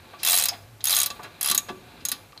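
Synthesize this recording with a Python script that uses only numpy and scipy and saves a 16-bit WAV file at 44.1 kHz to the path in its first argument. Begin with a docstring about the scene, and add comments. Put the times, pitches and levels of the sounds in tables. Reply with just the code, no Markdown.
"""In a garage, close to a small camera, light knocks and a hand scuffing metal lead into a ratchet wrench
swung back four times on a brake bolt, the last swing only three clicks long. At each tooth a noise snap
and rattle join the decaying modes of pawl, wrench and brake iron; softer knocks wake the same modes between
swings and after the last. Shaped noise makes the scuff and, all through, the air behind a faint wavering
low hum. The tool sits mid-stage, with close wheel-well reflections and a longer garage tail."""
import sys
import numpy as np
from scipy import signal
from scipy.fft import rfft, irfft
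from scipy.io import wavfile
from scipy.ndimage import uniform_filter1d

SR = 44100
rng = np.random.default_rng(int(sys.argv[2]) if len(sys.argv) > 2 else 0)


def rack_gain(trim_db):
    """Turn a fader trim in dB into the linear factor to multiply a signal by."""
    fader = np.asarray(trim_db, float)
    return 10 ** (fader / 20)


def file_out(sig):
    """Save sig as 16-bit WAV at sys.argv[1]."""
    # one column per channel
    cols = np.atleast_2d(sig).T
    # limit, then scale
    lim = np.clip(cols, -1, 1)
    pcm = np.round(lim * 32767).astype(np.int16)
    wavfile.write(sys.argv[1], SR, pcm)


N = 105840  # samples, 2.4 s

# The pawl dropping over each tooth. Each row: start in seconds, level in dB, favoured treble in Hz,
# body level in dB against the tooth level, favoured wrench ring in Hz.
TOOTH_CLICKS = [(0.2318, -9, 10900, -13.5, 3080), (0.2484, -4, 13900, -18, 3650),
                (0.2625, -8, 11200, -9, 3100), (0.2731, -3, 14700, -17, 3230),
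                (0.2848, -4, 10400, -15, 3270), (0.2967, -2, 15100, -18.5, 3520),
                (0.3076, -2, 8450, -20.5, 3550), (0.319, -2, 8300, -18.5, 4370),
                (0.3297, -5, 14300, -11.5, 4530), (0.3406, -3, 8800, -17.5, 4170),
                (0.3516, -4.5, 10700, -21.5, 3250), (0.3626, -4, 10100, -19, 4330),
                (0.374, -4.5, 10900, -16, 4300), (0.3856, -2, 7340, -19.5, 5000),
                (0.3975, -6.5, 8300, -13.5, 2680), (0.4105, -7.5, 8800, -18.5, 3650),
                (0.4229, -7, 10300, -17, 3930), (0.4377, -5, 8400, -18, 3660),
                (0.4555, -4, 14400, -18, 4350), (0.485, -8, 6070, -14, 4800), (0.841, -8, 11100, -20, 4840),
                (0.854, -4.5, 11200, -21.5, 3880), (0.8698, -7.5, 6350, -16.5, 3800),
                (0.8832, -8, 10700, -19, 4200), (0.8952, -6, 11100, -16, 4600),
                (0.9061, -4.5, 10900, -16, 4500), (0.9168, -6.5, 10700, -18.5, 4120),
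                (0.9264, -5.5, 10800, -15, 4040), (0.9376, -10, 13600, -11, 3770),
                (0.9472, -5, 13600, -36, 4020), (0.9561, -7.5, 8800, -15.5, 4150),
                (0.9654, -3, 9700, -16.5, 3900), (0.9767, -7, 10600, -16.5, 2800),
                (0.987, -4.5, 6620, -19, 3760), (1.001, -3, 6650, -20.5, 3950),
                (1.0146, -4, 8750, -17.5, 3400), (1.0313, -4, 8550, -17, 5360),
                (1.06, -5, 13900, -21.5, 4050), (1.4106, -9, 11300, -17, 4580),
                (1.4286, -6.5, 11000, -23.5, 3740), (1.4445, -10.5, 10900, -12.5, 5400),
                (1.4592, -7.5, 10600, -15.5, 2660), (1.4732, -10, 10600, -15.5, 5120),
                (1.4857, -9, 10300, -12.5, 3570), (1.4988, -6, 10500, -15.5, 3640),
                (1.513, -1.5, 6620, -17, 3800), (1.5472, -3, 12700, -19.5, 4060),
                (1.5772, -2.5, 6550, -21, 3700), (2.0514, -7, 6400, -20.5, 3960),
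                (2.0859, -9, 6550, -21, 3800), (2.1166, -6.5, 11100, -17.5, 4280)]
# Loose knocks of handle and socket. Each row: start in seconds, level in dB, centre in Hz,
# width in octaves, chatter length in seconds.
LOOSE_KNOCKS = [(0.134, -34.5, 1070, 0.81, 0.0057), (.188, -36, 4200, .6, 0.063),
                (.486, -15, 5140, 0.1, 0.0097), (.515, -32.5, 754, 0.23, .02),
                (.531, -32, 2140, 0.74, 0.013), (0.806, -38.5, 3600, 0.63, 0.0066),
                (0.806, -42, 6600, 0.078, .008), (1.103, -26, 4500, 0.85, 0.0067),
                (1.107, -31.5, 895, 0.62, 0.0054), (1.192, -33, 870, 0.82, 0.0088),
                (1.231, -34.5, 4800, 1.5, 0.0098), (1.243, -31.5, 1300, 0.95, .02),
                (1.255, -41, 364, 0.12, 0.017), (1.5, -33.5, 254, 0.6, 0.022),
                (1.51, -26.5, 1140, 0.17, 0.025), (1.545, -34, 260, .2, 0.0083),
                (1.686, -26, 1160, 1.09, 0.016), (1.694, -28, 310, 0.35, 0.019),
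                (1.692, -30.5, 3200, 0.21, 0.0068), (1.935, -38.5, 240, 0.43, 0.027),
                (2.005, -44.5, 3940, 0.53, 0.01), (2.02, -41, 248, 0.38, 0.0058),
                (2.126, -38.5, 3600, 0.53, 0.041), (2.127, -34, 263, 0.14, 0.015),
                (2.129, -45, 1150, 0.18, 0.015), (2.323, -41, 2870, 0.41, 0.0011),
                (2.33, -46, 1080, 0.14, 0.0024), (2.36, -44.5, 920, 0.24, 0.006),
                (2.376, -31.5, 4070, 0.11, 0.0013)]
# Ringing modes of the three metal parts. Each row: frequency in Hz, level in dB, 60 dB decay in seconds.
BRAKE_MODES = [(248, -1, .1), (364, -1, .14), (540, -8, .06), (720, 0, .08), (860, -6, .05), (1163, 0, .11),
               (1460, -4, .09), (1650, -8, .06)]
WRENCH_MODES = [(2100, -9, .05), (2400, -7, .06), (2705, -3, .075), (3250, -6, .05), (3435, -4, .06),
                (3676, -4, .06), (3846, -5, .06), (4016, -1, .07), (4250, -6, .05), (4500, -6, .05),
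                (4757, -5, .05), (4934, -3, .06)]
PAWL_MODES = [(6620, -3, .04), (8095, -10, .025), (8950, -10, .02), (10870, -3, .025), (11030, -7, .025),
              (13900, -6, .022), (14350, -8, .02)]
# The brake mode the socket couples to best as it works loose. Each row: time in seconds, frequency in Hz.
BRAKE_COUPLING = [(.23, 840), (.5, 860), (.84, 1080), (1.06, 1160), (1.4, 1190), (2.1, 1260)]
# Noise colours of snap, rattle, scuff and garage air. Each row: frequency in Hz, relative density in dB per Hz.
SNAP_COLOUR = [(2650, -35.5), (4500, -6), (6000, -4), (6670, -1), (9530, 4), (10800, 2.5), (14300, 4),
               (15000, 2)]
RATTLE_COLOUR = [(300, -50), (550, -12), (720, -17), (1150, -9), (1850, -7), (2700, -1.5), (3880, 0.5),
                 (6000, -3), (7800, -10), (13000, -60)]
SCUFF_COLOUR = [(100, -34), (150, 0.5), (330, -5.5), (700, -4.5), (1600, -8), (2040, -13), (2400, -7),
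                (3200, -15), (4000, -10), (4500, -17), (5000, -23), (9000, -31)]
AIR_COLOUR = [(12, -36), (20, -35), (42, -3), (111, -6), (139, -6), (189, -13), (445, -13), (1270, -20),
              (2850, -24.5), (3760, -27), (9370, -30.5), (13800, -29), (15000, -39)]
# Hand pressure on the metal, heard as scuff level. Each row: time in seconds, level in dB.
HAND_PRESSURE = [(0, -55), (.15, -49.5), (.19, -52.5), (.23, -46.5), (.55, -47.5), (.62, -56), (.78, -66.5),
                 (.83, -57), (1.15, -49.5), (1.3, -51), (1.4, -50), (1.65, -52), (1.75, -56), (1.9, -51.5),
                 (2.01, -51), (2.2, -52.5), (2.3, -59.5), (2.4, -61)]
# Rise and fall of the low hum. Each row: time in seconds, level in dB.
HUM_LEVEL = [(0.0, -54), (0.24, -75), (0.33, -62), (0.37, -81), (0.39, -56.5), (0.72, -50), (0.82, -55.5),
             (1.6, -66), (1.67, -53), (1.74, -59.5), (2.2, -65), (2.22, -53.5), (2.32, -70), (2.4, -62)]
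# Close reflections in wheel well and garage. Each row: frequency in Hz, 60 dB decay in seconds.
WELL_DECAY = [(300, 0.6), (1500, 0.17), (4000, 0.08), (10000, 0.064)]

# Levels in dB, times in seconds, widths in octaves unless the name says otherwise.
PAWL_DB, WRENCH_DB, BRAKE_DB, RATTLE_DB = -10.5, 2, -5.5, -3
CHATTER_S, RISE_S, SNAP_T60, RATTLE_T60 = 0.0025, 0.0018, 0.039, 0.08
CRACK_DB, CRACK_T60 = 12, 0.011  # the crack starts this far above the snap
BRIGHT_DB, BRIGHT_OCTAVES = 6, 0.14
FAVOUR, FAVOUR_DB, FAVOUR_OCTAVES = 1.544, 1, 0.13  # FAVOUR is a plain gain
MODE_SCATTER_DB, MODE_DETUNE = 2.5, 0.008  # standard deviations; detune is a fraction of the frequency
TOOTH_LOW_CUT_HZ = 560  # keeps the tooth clicks thin and bright
KNOCK_HISS_DB, GRIP_DAMPING = -2.5, 0.76  # damping multiplies the decay time
SCUFF_RING_DB = 5.5
WELL_DB, SIDE_DB = -10, -32  # levels of the reflections in the middle and of a faint side signal
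GARAGE_DB, GARAGE_T60 = -16.5, 0.46  # against the start of the close reflections
AIR_DB, SIDE_NOISE_DB = -53.5, -27  # side noise is relative to the air
HUM_HZ, HUM_WAVER_HZ = 105, 5.96
LOW_CUT_HZ, EDGE_HZ = 55, 15150

T = np.arange(8192) / SR  # time within one blow, in seconds


def tooth(s, db, bright_hz, body_db, wrench_hz):
    """The pawl drops: a crack and bright snap, a duller rattle, and the ring of pawl, wrench and brake."""
    def snap_colour(hz):
        return read(SNAP_COLOUR, hz) + BRIGHT_DB * hump(hz, bright_hz, BRIGHT_OCTAVES)

    def rattle_colour(hz):
        return read(RATTLE_COLOUR, hz) + FAVOUR_DB * hump(hz, wrench_hz, FAVOUR_OCTAVES)

    snap = burst(snap_colour, SNAP_T60, RISE_S)
    snap = snap * (1 + rack_gain(CRACK_DB - 60 * T / CRACK_T60))
    rattle = rack_gain(RATTLE_DB) * burst(rattle_colour, RATTLE_T60, CHATTER_S)

    coupled_hz = np.interp(s, *np.transpose(BRAKE_COUPLING))
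    brake = ring(BRAKE_MODES, 4 * CHATTER_S, near(BRAKE_MODES, coupled_hz, 0.57))
    wrench_weight = 0.5 + FAVOUR * near(WRENCH_MODES, wrench_hz, FAVOUR_OCTAVES)
    wrench = ring(WRENCH_MODES, CHATTER_S, wrench_weight)
    pawl_weight = 0.82 + FAVOUR * near(PAWL_MODES, bright_hz, FAVOUR_OCTAVES)
    pawl = ring(PAWL_MODES, RISE_S, pawl_weight)

    body = rattle + rack_gain(WRENCH_DB) * wrench + rack_gain(BRAKE_DB) * brake
    click = 0.23 * snap + rack_gain(PAWL_DB) * pawl + rack_gain(body_db) * body
    return s, rack_gain(db) * click


def knock(s, db, centre_hz, octaves, chatter_s):
    """A softer blow wakes the same modes, mostly those near its centre, damped by the grip."""
    def hiss_colour(hz):
        return 45 * hump(hz, centre_hz, 2.15 * octaves)

    modes = BRAKE_MODES + WRENCH_MODES + PAWL_MODES
    hiss = burst(hiss_colour, 0.0094 + 4 * chatter_s, 0.00056 + 0.33 * chatter_s)
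    tone = ring(modes, chatter_s, 3 * near(modes, centre_hz, octaves), GRIP_DAMPING)
    return s, rack_gain(db) * (tone + rack_gain(KNOCK_HISS_DB) * hiss)


def ring(modes, chatter_s, weight=1, damping=1):
    """A short flurry of contacts sets the modes going, each by its own chance amount."""
    hz, db, t60 = np.transpose(modes)[:, :, None]
    chance, slack = rng.standard_normal((2, len(modes), 1))
    hz = hz * (1 + MODE_DETUNE * slack)
    level_db = db + MODE_SCATTER_DB * chance - 60 * T / (t60 * damping)
    tone = (weight * rack_gain(level_db) * np.sin(2 * np.pi * hz * T)).sum(0)
    # cubing makes a few contacts stand out
    contacts = rng.standard_normal(len(T)) ** 3 * np.exp(-T / max(chatter_s, 1e-4))
    contacts = contacts / np.linalg.norm(contacts)
    return signal.fftconvolve(tone, contacts)[:len(T)] / np.sqrt(len(modes))


def burst(db_at, t60, rise_s):
    """Impact noise: coloured noise that rises quickly and dies away."""
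    noise = evened(coloured(rng.standard_normal(len(T)), db_at))
    return noise * (1 - np.exp(-T / rise_s)) * rack_gain(-60 * T / t60)


def scuff():
    """Skin and steel sliding: lumpy noise follows the hand's pressure, its colour lifted near the modes."""
    def colour(hz):
        return read(SCUFF_COLOUR, hz) + SCUFF_RING_DB * near(BRAKE_MODES + WRENCH_MODES, hz, 0.051).max(0)

    lumps = rack_gain(0.93 * evened(uniform_filter1d(rng.standard_normal(N), size=500)))
    rubbing = lumps * coloured(rng.standard_normal(N), colour)
    return curve(HAND_PRESSURE) * evened(rubbing)


def well(x):
    """Dense close reflections, each band dying at its own speed, over a faint longer garage tail."""
    hz, t, noise = signal.stft(rng.standard_normal(SR // 2), SR, nperseg=128)
    close = rack_gain(-60 * t / read(WELL_DECAY, hz)[:, None])
    far = rack_gain(GARAGE_DB - 60 * t / GARAGE_T60)
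    tail = signal.istft(noise * (close + far), SR, nperseg=128)[1]
    return signal.fftconvolve(x, tail / np.linalg.norm(tail))[:N]


def air():
    """Steady garage air: noise with a fixed colour."""
    noise = coloured(rng.standard_normal(N), lambda hz: read(AIR_COLOUR, hz))
    return rack_gain(AIR_DB) * evened(noise)


def hum():
    """A low sine whose pitch wavers at random while its level rises and falls."""
    waver = evened(uniform_filter1d(rng.standard_normal(N), size=3000))
    phase = 2 * np.pi * np.cumsum(HUM_HZ + HUM_WAVER_HZ * waver) / SR
    return curve(HUM_LEVEL) * evened(np.sin(phase))


def evened(x):
    """Scales x to an rms of one."""
    return x / np.sqrt(np.mean(x ** 2) + 1e-20)


def read(points, hz):
    """Reads a frequency table at hz, along a logarithmic frequency axis."""
    f, value = np.transpose(points)
    return np.interp(np.log(hz + 1), np.log(f + 1), value)


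def curve(points):
    """Turns a table of times and dB into a gain for every sample."""
    t, db = np.transpose(points)
    return rack_gain(np.interp(np.arange(N) / SR, t, db))


def coloured(x, db_at):
    """Filters x by a dB spectrum given as a function of frequency."""
    hz = np.fft.rfftfreq(len(x), 1 / SR) + 1
    return irfft(rfft(x) * rack_gain(db_at(hz)), len(x))


def hump(hz, centre_hz, octaves):
    """A bell of height one on an octave axis."""
    return np.exp(-0.5 * (np.log2(hz / centre_hz) / octaves) ** 2)


def near(modes, centre_hz, octaves):
    """How close each mode lies to a frequency, from 0 to 1."""
    return hump(np.transpose(modes)[0][:, None], centre_hz, octaves)


def add(mix, s, sound):
    """Lays a sound into the mix from s seconds on, cut off at the end."""
    part = mix[round(s * SR):][:len(sound)]
    part += sound[:len(part)]


def scene():
    """Every source, with its reflections and air, sits in the middle; a very faint side signal is added."""
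    tool = np.zeros(N)
    for row in TOOTH_CLICKS:
        add(tool, *tooth(*row))
    low_cut = signal.butter(4, TOOTH_LOW_CUT_HZ, "high", fs=SR, output="sos")
    tool = signal.sosfilt(low_cut, tool)
    for row in LOOSE_KNOCKS:
        add(tool, *knock(*row))
    middle = tool + rack_gain(WELL_DB) * well(tool) + scuff() + air() + hum()
    side = rack_gain(SIDE_DB) * well(tool) + rack_gain(SIDE_NOISE_DB) * air()
    return middle + np.array([[1], [-1]]) * side


def low_pass(x):
    """Removes everything above the highest recorded frequency."""
    return signal.sosfilt(signal.butter(12, 16350, fs=SR, output="sos"), x)


def record(dry):
    """A low cut takes off the rumble and a band limit the top treble."""
    low_cut = signal.butter(2, LOW_CUT_HZ, "high", fs=SR, output="sos")
    x = signal.sosfilt(low_cut, dry)
    band_limit = signal.firwin(255, EDGE_HZ, window=("kaiser", 2), fs=SR)
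    x = signal.oaconvolve(x, band_limit[None], "same")
    return low_pass(x)


dry = scene()
out = record(dry)
file_out(out)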